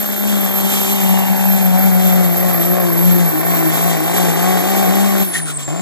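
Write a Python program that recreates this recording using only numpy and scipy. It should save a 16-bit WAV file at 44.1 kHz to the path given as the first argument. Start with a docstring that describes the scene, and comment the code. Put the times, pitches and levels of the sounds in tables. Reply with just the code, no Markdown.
"""A droning, barking, hissing exhaust under a very high turbo whistle: a six-cylinder diesel pickup
drags a sled past at full throttle on an open dirt track. Firings ring the stack and throw out puffs
of gas; the revs sag as the tyres bite. Near the end the driver lifts: the turbo winds down, its
compressor surges in chuffs, then the engine picks up. The two channels have opposite polarity."""
import sys
import numpy as np
from scipy import signal
from scipy.fft import rfft, irfft
from scipy.io import wavfile
from scipy.ndimage import uniform_filter1d

SR = 44100
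rng = np.random.default_rng(int(sys.argv[2]) if len(sys.argv) > 2 else 0)


def master(y):
    """Save y as 16-bit WAV."""
    cut = np.clip(np.atleast_2d(y).T, -1, 1)
    pcm = np.round(cut * 32767)  # scale
    wavfile.write(sys.argv[1], SR, pcm.astype(np.int16))


N = 256220
T = np.arange(N) / SR

LIFT_S, BACK_ON_S, SHUT_S, OPEN_S = 5.224, 5.676, .024, .0028  # throttle: off, on, travel times
FULL_BOOST_HZ, SPOOL_DOWN_S, TURBO_LAG_S = 12520, .638, .049
STACK_HEIGHT_M, EAR_HEIGHT_M = 2.19, 1.484

# Engine speed before bites and lift: time_s, firing_hz
REVS = [(0, 204), (.29, 205), (.47, 193), (.93, 198), (1.07, 190), (1.55, 192.5), (1.85, 192.3), (2.1, 184),
        (2.75, 181.8), (3.2, 176.4), (3.85, 173.5), (4.5, 184.6), (4.72, 192.7), (5.04, 197.5), (5.22, 193)]
# Tyre bites as the truck hops: centre_s, dip_hz, half_length_s
TYRE_BITES = [(.16, 6, .1), (.85, 4.5, .065), (1.72, 9.3, .13), (1.934, 6.4, .1), (2.32, 10.2, .133),
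              (2.607, 12.5, .15), (2.937, 11.4, .13), (3.358, 20, .15), (3.685, 14.5, .18),
              (4.012, 18.5, .135), (4.339, 17.3, .124), (4.609, 11.8, .07), (4.879, 12.7, .065)]
# Turbo speed before sag and spool-down: time_s, blade_hz
TURBO_SPEED = [(0, 12850), (.5, 12730), (1.0, 12760), (1.8, 12750), (2.4, 12590), (3.2, 12530),
               (3.45, 12390), (3.75, 12370), (4.2, 12490), (4.75, 12720), (5.22, 12590)]
# Cylinders in firing order, at a limp of 1: strength_db, late_periods
CYLINDERS = [(.3, 0), (-4.4, 0), (-12.5, .07), (0, 0), (-4, 0), (-12, .07)]
# Depth of the cylinders' unevenness: time_s, limp_ratio
LIMP = [(0, 1.1), (1.5, 1.2), (1.7, .55), (2.15, .5), (2.3, .85), (4.3, .85), (4.5, .7), (4.75, .9)]
# Truck range, for the ground echo: time_s, distance_m
DISTANCE = [(0, 37.4), (.8, 26), (1.3, 17.4), (1.7, 16.2), (2.2, 13.4), (2.8, 11.4), (3.3, 6.73),
            (3.7, 6.6), (4.3, 7.3), (5.81, 6.4)]
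# Left-right likeness of turbulence: frequency_hz, correlation
LIKENESS = [(100, 0.72), (1300, 0.96), (2500, 1), (4000, 1), (6000, 0.36), (13000, 0.76)]
# Sinking band of hiss: time_s, centre_hz, level_db
RASP = [(0, 3500, -45), (.4, 3386, -34), (.9, 3080, -35), (1.2, 2816, -31.5), (1.7, 2400, -44),
        (2.5, 2030, -77)]
# Rushing air, base level: time_s, level_db
HISS_LEVEL = [(0, -38.5), (.6, -36), (.82, -31.5), (1.35, -39), (3, -36.5), (3.9, -32.5), (4.45, -33.5),
              (5.2, -34.5), (5.6, -24)]
# Rushing air, spectrum: frequency_hz, density_db
HISS_SPECTRUM = [(1500, -9), (3300, 6.5), (4700, -4), (7200, 3), (8600, 2.5), (10500, -3), (14000, -4.5)]
# Exhaust gas, spectrum: frequency_hz, density_db
ROAR_SPECTRUM = [(40, -41), (90, -5), (150, 3), (260, 12), (480, 8.5), (750, 6), (1000, 3.5), (1350, -1),
                 (1900, 0.5), (2300, -1.5), (3200, -15.5), (4500, -11), (9000, -19.5)]
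# Engine load, base level of bark and roar: time_s, level_db
LOAD = [(0, -26.5), (.5, -23.5), (1.0, -24), (1.15, -22), (1.55, -23.5), (2.0, -21), (2.35, -21.5),
        (2.95, -22.5), (3.35, -20.5), (4.1, -18), (4.55, -17.5), (5.2, -20.5), (5.72, -20)]
# Brief exhaust swells: centre_s, extra_db
HARD_BARKS = [(1.18, 2.5), (1.76, 4.5), (2.15, 2), (2.5, 2), (2.79, 5.5), (4.21, 0), (4.48, 0.5), (4.88, 4)]
# Compressor surges: centre_s, hoot_db, hoot_hz, hoot_sigma_s, relative_rush_db
SURGES = [(5.362, -19, 1840, 0.012, -33.5), (5.399, -27, 1690, 0.008, -48), (5.494, -30, 1390, 0.016, -39),
          (5.618, -39, 1080, 0.02, -41)]
# Turbo whistle, base level: time_s, level_db
WHISTLE_LEVEL = [(0, -29), (1.3, -30), (2.8, -26.5), (4, -29), (5.2, -31)]
# Main stack resonance, sinking as the truck draws level: time_s, centre_hz
THROAT = [(0, 730), (1.0, 770), (1.4, 840), (1.9, 735), (2.6, 730), (3.5, 678), (4.5, 744), (5.2, 680)]
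# Weaker stack resonances: centre_hz, width_hz, gain_db
STACK_MODES = [(314, 114, -2), (561.4, 137, 2), (1090, 35, -8), (1398, 203, -21), (2030, 1700, -27.5)]
# Drone at the firing rate, base level: time_s, level_db
DRONE_LEVEL = [(0, -15), (.17, -21), (.33, -12), (.53, -20), (.64, -12), (.76, -17.5), (1.2, -11),
               (2.08, -10.5), (2.35, -15), (2.75, -14), (3.02, -11.5), (3.24, -12.5), (3.34, -20),
               (3.55, -16.5), (4.42, -15.5), (4.75, -13), (5.22, -12), (5.34, -18), (5.45, -7), (5.6, -16),
               (5.8, -14)]
# Octave of the drone, base level: time_s, level_db
OCTAVE_LEVEL = [(0, -47), (.95, -30), (1.25, -35), (1.85, -35.5), (2.05, -29.5), (2.8, -22), (3.2, -24),
                (3.35, -27), (3.7, -20.5), (3.95, -25.5), (4.5, -31), (5.2, -49), (5.27, -17), (5.45, -37),
                (5.72, -23.5)]
# Right channel against left: frequency_hz, gain_db
RIGHT_COLOUR = [(60, -10), (110, 0.5), (180, -4.5), (400, -2.5), (750, -2.4), (1400, -1), (13000, 0.6)]


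def from_db(db):
    return 10 ** (np.asarray(db) / 20)


def rms_one(x):
    return x / np.sqrt(np.mean(np.abs(x) ** 2) + 1e-20)


def ramp(start_s, length_s):
    return np.clip((T - start_s) / length_s, 0, 1)


def bell(x, sigma):
    return np.exp(-.5 * (x / sigma) ** 2)


def in_time(rows):
    """Each value column of a time table, per sample."""
    time_s, *columns = np.transpose(rows)
    return [np.interp(T, time_s, column) for column in columns]


def at_bins(rows):
    """A frequency table, per FFT bin."""
    hz, value = np.transpose(rows)
    return np.interp(np.log(np.arange(N // 2 + 1) * SR / N + 1), np.log(hz), value)


def drift(rate_hz):
    """Smooth random motion, rms 1."""
    pole = np.exp(-16 * np.pi * rate_hz / SR)  # runs at SR / 8
    slow = signal.lfilter([1], [1, -2 * pole, pole ** 2], rng.standard_normal(N // 8 + 4002))[4000:]
    return np.interp(np.arange(N) / 8, np.arange(len(slow)), rms_one(slow))


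def scatter(rate_hz):
    """Random amplitude and phase; spreads a tone into a band."""
    return drift(rate_hz) + 1j * drift(rate_hz)


def phasor(hz):
    return np.exp(2j * np.pi * np.cumsum(hz) / SR)


def resonance(x, hz, width_hz):
    """Two poles, peak gain 1."""
    r = np.exp(-np.pi * width_hz / SR)
    poles = [1, -2 * r * np.cos(2 * np.pi * hz / SR), r * r]
    return signal.lfilter(np.array([1, 0, -1]) * (1 - r * r) / 2, poles, x)


def sweeping_resonance(x, hz, width_hz):
    """Moving centre, peak gain 1."""
    r, carrier = np.exp(-np.pi * width_hz / SR), phasor(hz)
    return 2 * np.real(carrier * signal.lfilter([1 - r], [1, -r], x / carrier))


def throttle_shut():
    """0 on the throttle, 1 off it."""
    return ramp(LIFT_S, SHUT_S) - ramp(BACK_ON_S, OPEN_S)


def coasted_s():
    """Time off the throttle so far."""
    return np.clip(T, LIFT_S, BACK_ON_S) - LIFT_S


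def tyre_drag_hz():
    """Firing rate lost to tyre bites."""
    return sum(dip_hz * np.maximum(0, 1 - np.abs(T - s) / half_s) for s, dip_hz, half_s in TYRE_BITES)


def firing_hz(coast_hz_per_s=98, pickup_hz_per_s=380):
    """Revs dip at each bite. On the lift the sled jerks them down; they fall until the throttle opens."""
    jolt_hz = 13 * ramp(LIFT_S + .031, .0592)
    pickup_hz = pickup_hz_per_s * np.maximum(0, T - BACK_ON_S)
    return in_time(REVS)[0] - tyre_drag_hz() - jolt_hz - coast_hz_per_s * coasted_s() + pickup_hz


def blade_hz():
    """The turbo sags just after each bite; off the throttle, drag slows it as speed squared."""
    pole = np.exp(-1 / (TURBO_LAG_S * SR))
    sag_hz = 12 * signal.lfilter([1 - pole], [1, -pole], tyre_drag_hz())
    return (in_time(TURBO_SPEED)[0] - sag_hz) / (1 + coasted_s() / SPOOL_DOWN_S)


def effort_db(dip_db_per_hz, shut_db, boost_slope, waver_db):
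    """Level change with tyre bites, throttle and turbo speed, plus a random waver."""
    boost_db = 20 * np.log10(blade_hz() / FULL_BOOST_HZ)
    engine_db = dip_db_per_hz * tyre_drag_hz() + shut_db * throttle_shut() + boost_slope * boost_db
    return engine_db + waver_db * drift(rate_hz=7.9)


def hard_barks_db():
    """Brief swells of the exhaust."""
    return sum(db * bell(T - s, .04) for s, db in HARD_BARKS)


def firings(cycles, scatter_db=1, jitter_s=.00004):
    """One click per firing; the cylinders limp strong, middling, weak."""
    number = np.arange(1, int(cycles[-1]))
    strength_db, late_periods = np.array(CYLINDERS)[number % len(CYLINDERS)].T
    limp = np.interp(number, cycles, in_time(LIMP)[0])
    time_noise, level_noise = rng.standard_normal((2000, 2))[number].T
    fire_s = np.interp(number + limp * late_periods, cycles, T) + jitter_s * time_noise
    samples = np.clip(np.round(fire_s * SR).astype(int), 0, N - 1)
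    clicks = np.zeros(N)
    clicks[samples] = from_db(limp * strength_db + scatter_db * level_noise)
    return clicks


def pipe_echo(x, delay_s=.0024, gain=.35):
    """Each pulse returns once from the far end of the pipe."""
    return x + gain * np.interp(T - delay_s, T, x)


def ground_echo(x, bounce, dull_hz):
    """The dirt returns a dull echo, later as the truck nears, so its notches sweep down."""
    distance_m, = in_time(DISTANCE)
    direct_m = np.hypot(distance_m, STACK_HEIGHT_M - EAR_HEIGHT_M)
    bounced_m = np.hypot(distance_m, STACK_HEIGHT_M + EAR_HEIGHT_M)
    delay_s = (bounced_m - direct_m) / 343
    dull = signal.sosfilt(signal.butter(1, dull_hz, fs=SR, output="sos"), x)
    return x + bounce * np.array([np.interp(T - delay_s, T, side) for side in np.atleast_2d(dull)])


def turbulence(spectrum, gate):
    """Stereo noise, gated then coloured; rms 1."""
    common, apart = rfft(rng.standard_normal((2, N)) * gate)
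    alike = np.clip(at_bins(LIKENESS), 0, 1)
    pair = np.sqrt(1 + alike) * common + np.sqrt(1 - alike) * apart * np.array([[1], [-1]])
    return rms_one(irfft(pair * from_db(at_bins(spectrum)), N))


def approach_rasp(spread_hz=160):
    """A band of hiss sinks and fades as the truck nears."""
    centre_hz, level_db = in_time(RASP)
    return from_db(level_db) * np.real(scatter(spread_hz) * phasor(centre_hz))


def chuffs(half_length_s=.026):
    """Envelope of the air rushing out at each surge."""
    return sum(from_db(db) * np.exp(-.5 * ((T - s) / half_length_s) ** 4) for s, *_, db in SURGES)


def air_hiss(cycles, throb=.079, trim_db=9.5):
    """The jet hisses, throbbing slightly with the firings and swelling at each surge."""
    level_db = in_time(HISS_LEVEL)[0]
    level_db += effort_db(dip_db_per_hz=-.19, shut_db=-8, boost_slope=4.3, waver_db=1.6)
    gate = 1 + throb * np.cos(2 * np.pi * (cycles - .2))
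    return (from_db(level_db) + chuffs()) * from_db(trim_db) * turbulence(HISS_SPECTRUM, gate)


def gas_roar(clicks, puff_rise_s=.0005, trim_db=-2, chuff_db=-4):
    """Each firing throws a puff of turbulent gas from the stack, over a steadier flow."""
    level_db = in_time(LOAD)[0] + trim_db + .5 * hard_barks_db()
    level_db += effort_db(dip_db_per_hz=-.0064, shut_db=-5.8, boost_slope=1.8, waver_db=.84)
    pole = np.exp(-1 / (puff_rise_s * SR))
    puffs = signal.lfilter([1], [1, -2 * pole, pole ** 2], clicks)
    puff_share = .33 * (1 - throttle_shut())
    gate = 1 - puff_share + puff_share * rms_one(pipe_echo(puffs))
    gas = ground_echo(turbulence(ROAR_SPECTRUM, gate), bounce=.45, dull_hz=900)
    return (from_db(level_db) + from_db(chuff_db) * chuffs()) * rms_one(gas)


def compressor_surges(hoot_width_hz=130, rasp_width_hz=320, flutter_hz=300):
    """Air spills back through the compressor in raspy hoots, each lower than the last."""
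    def band(hz, width_hz):
        return rms_one(resonance(resonance(rng.standard_normal(N), hz, width_hz), hz, width_hz))

    out = np.zeros(N)
    for centre_s, db, hz, sigma_s, _ in SURGES:
        hoot = band(hz, hoot_width_hz)
        rasp = .75 * band(hz, rasp_width_hz) * rms_one(np.abs(drift(flutter_hz)))
        out += from_db(db) * bell(T - centre_s, sigma_s) * rms_one(hoot + rasp)
    return out


def turbo_whistle(flutter_hz=24.4, skirt_hz=613, wander_hz=7.2, fray_db=7, flare_db=17, trim_db=7):
    """Hot gas scatters the blade tone into a fluttering line with a noisy skirt; it frays on slowing."""
    level_db = in_time(WHISTLE_LEVEL)[0] + trim_db
    level_db += effort_db(dip_db_per_hz=0, shut_db=3.2, boost_slope=2.05, waver_db=1.3)
    fall_hz_per_s = uniform_filter1d(-np.gradient(blade_hz()) * SR, size=2000)
    slowing = np.clip(fall_hz_per_s / 14000, 0, 1)
    flutter, skirt, stereo = from_db(-3), from_db(-5 + fray_db * slowing), from_db(-12)
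    haze = flutter * scatter(flutter_hz) + skirt * scatter(skirt_hz)
    haze = haze + stereo * np.array([scatter(skirt_hz), scatter(skirt_hz)])
    flare = from_db(flare_db) * bell(blade_hz() - 8142, 22)  # brief, as the pitch falls past 8142 Hz
    tone = np.real((1 + flare + haze) * phasor(blade_hz() + wander_hz * drift(113)))
    return from_db(level_db) * tone / np.sqrt(.5 + flutter ** 2 + skirt ** 2 + stereo ** 2)


def exhaust_drone(cycles, boom_hz=316, boom_half_width_hz=11, boom_db=12, octave_trim_db=3.5):
    """Tones at the firing rate and its octave; the octave booms as revs dip toward a pipe resonance."""
    drone_db = in_time(DRONE_LEVEL)[0]
    drone_db += effort_db(dip_db_per_hz=-.13, shut_db=-9.3, boost_slope=1.14, waver_db=2.26)
    octave_db = in_time(OCTAVE_LEVEL)[0] + octave_trim_db
    octave_db += effort_db(dip_db_per_hz=-.23, shut_db=-8.9, boost_slope=2.4, waver_db=2.5)
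    detuning = (2 * firing_hz() - boom_hz) / boom_half_width_hz
    octave_db += boom_db * (1 - throttle_shut()) / (1 + detuning ** 2)
    drone = from_db(drone_db) * np.cos(2 * np.pi * (cycles - .14))
    octave = from_db(octave_db) * np.cos(4 * np.pi * (cycles - .16))
    return np.sqrt(2) * (drone + octave)


def exhaust_bark(clicks):
    """Firings ring the stack; the ringing is evened out, then the load sets its level."""
    level_db = in_time(LOAD)[0] + hard_barks_db()
    level_db += effort_db(dip_db_per_hz=-.21, shut_db=-20, boost_slope=1, waver_db=.4)
    throat_hz, = in_time(THROAT)
    rings = -sweeping_resonance(clicks, throat_hz, width_hz=250)
    for hz, width_hz, db in STACK_MODES:
        polarity = 1 if hz < throat_hz[0] else -1
        rings += polarity * from_db(db) * resonance(clicks, hz, width_hz)
    rings = signal.sosfilt(signal.butter(2, [220, 2400], "band", fs=SR, output="sos"), rings)
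    rings = ground_echo(pipe_echo(rings), bounce=.4, dull_hz=2000)
    return from_db(level_db) * rings / np.sqrt(uniform_filter1d(rings ** 2, size=4000) + 1e-12)


def scene():
    """All sources sit on the truck; one firing count times the exhaust."""
    rate_hz = uniform_filter1d(firing_hz(), size=1200) * (1 + .0015 * drift(22))
    cycles = np.cumsum(rate_hz) / SR
    clicks = firings(cycles)
    clicks[round((BACK_ON_S + OPEN_S) * SR)] += 1  # extra bang as the throttle reopens
    whistle = turbo_whistle()
    flow = gas_roar(clicks) + air_hiss(cycles)
    exhaust = exhaust_drone(cycles) + exhaust_bark(clicks)
    return compressor_surges() + approach_rasp() + flow + whistle + exhaust


def record(dry, right_lag_s=15 / SR, ceiling=.85, cutoff_hz=14100):
    """Right channel late, inverted and thinner in the bass; peaks rounded, top cut."""
    left, right = dry
    right = np.interp(T - right_lag_s, T, right)
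    right = -irfft(rfft(right) * from_db(at_bins(RIGHT_COLOUR)), N)
    pair = np.array([left, right])
    rounded = pair / (1 + (pair / ceiling) ** 8) ** (1 / 8)
    return signal.sosfilt(signal.ellip(12, .2, 90, cutoff_hz, fs=SR, output="sos"), rounded)


dry = scene()
out = record(dry)
master(out)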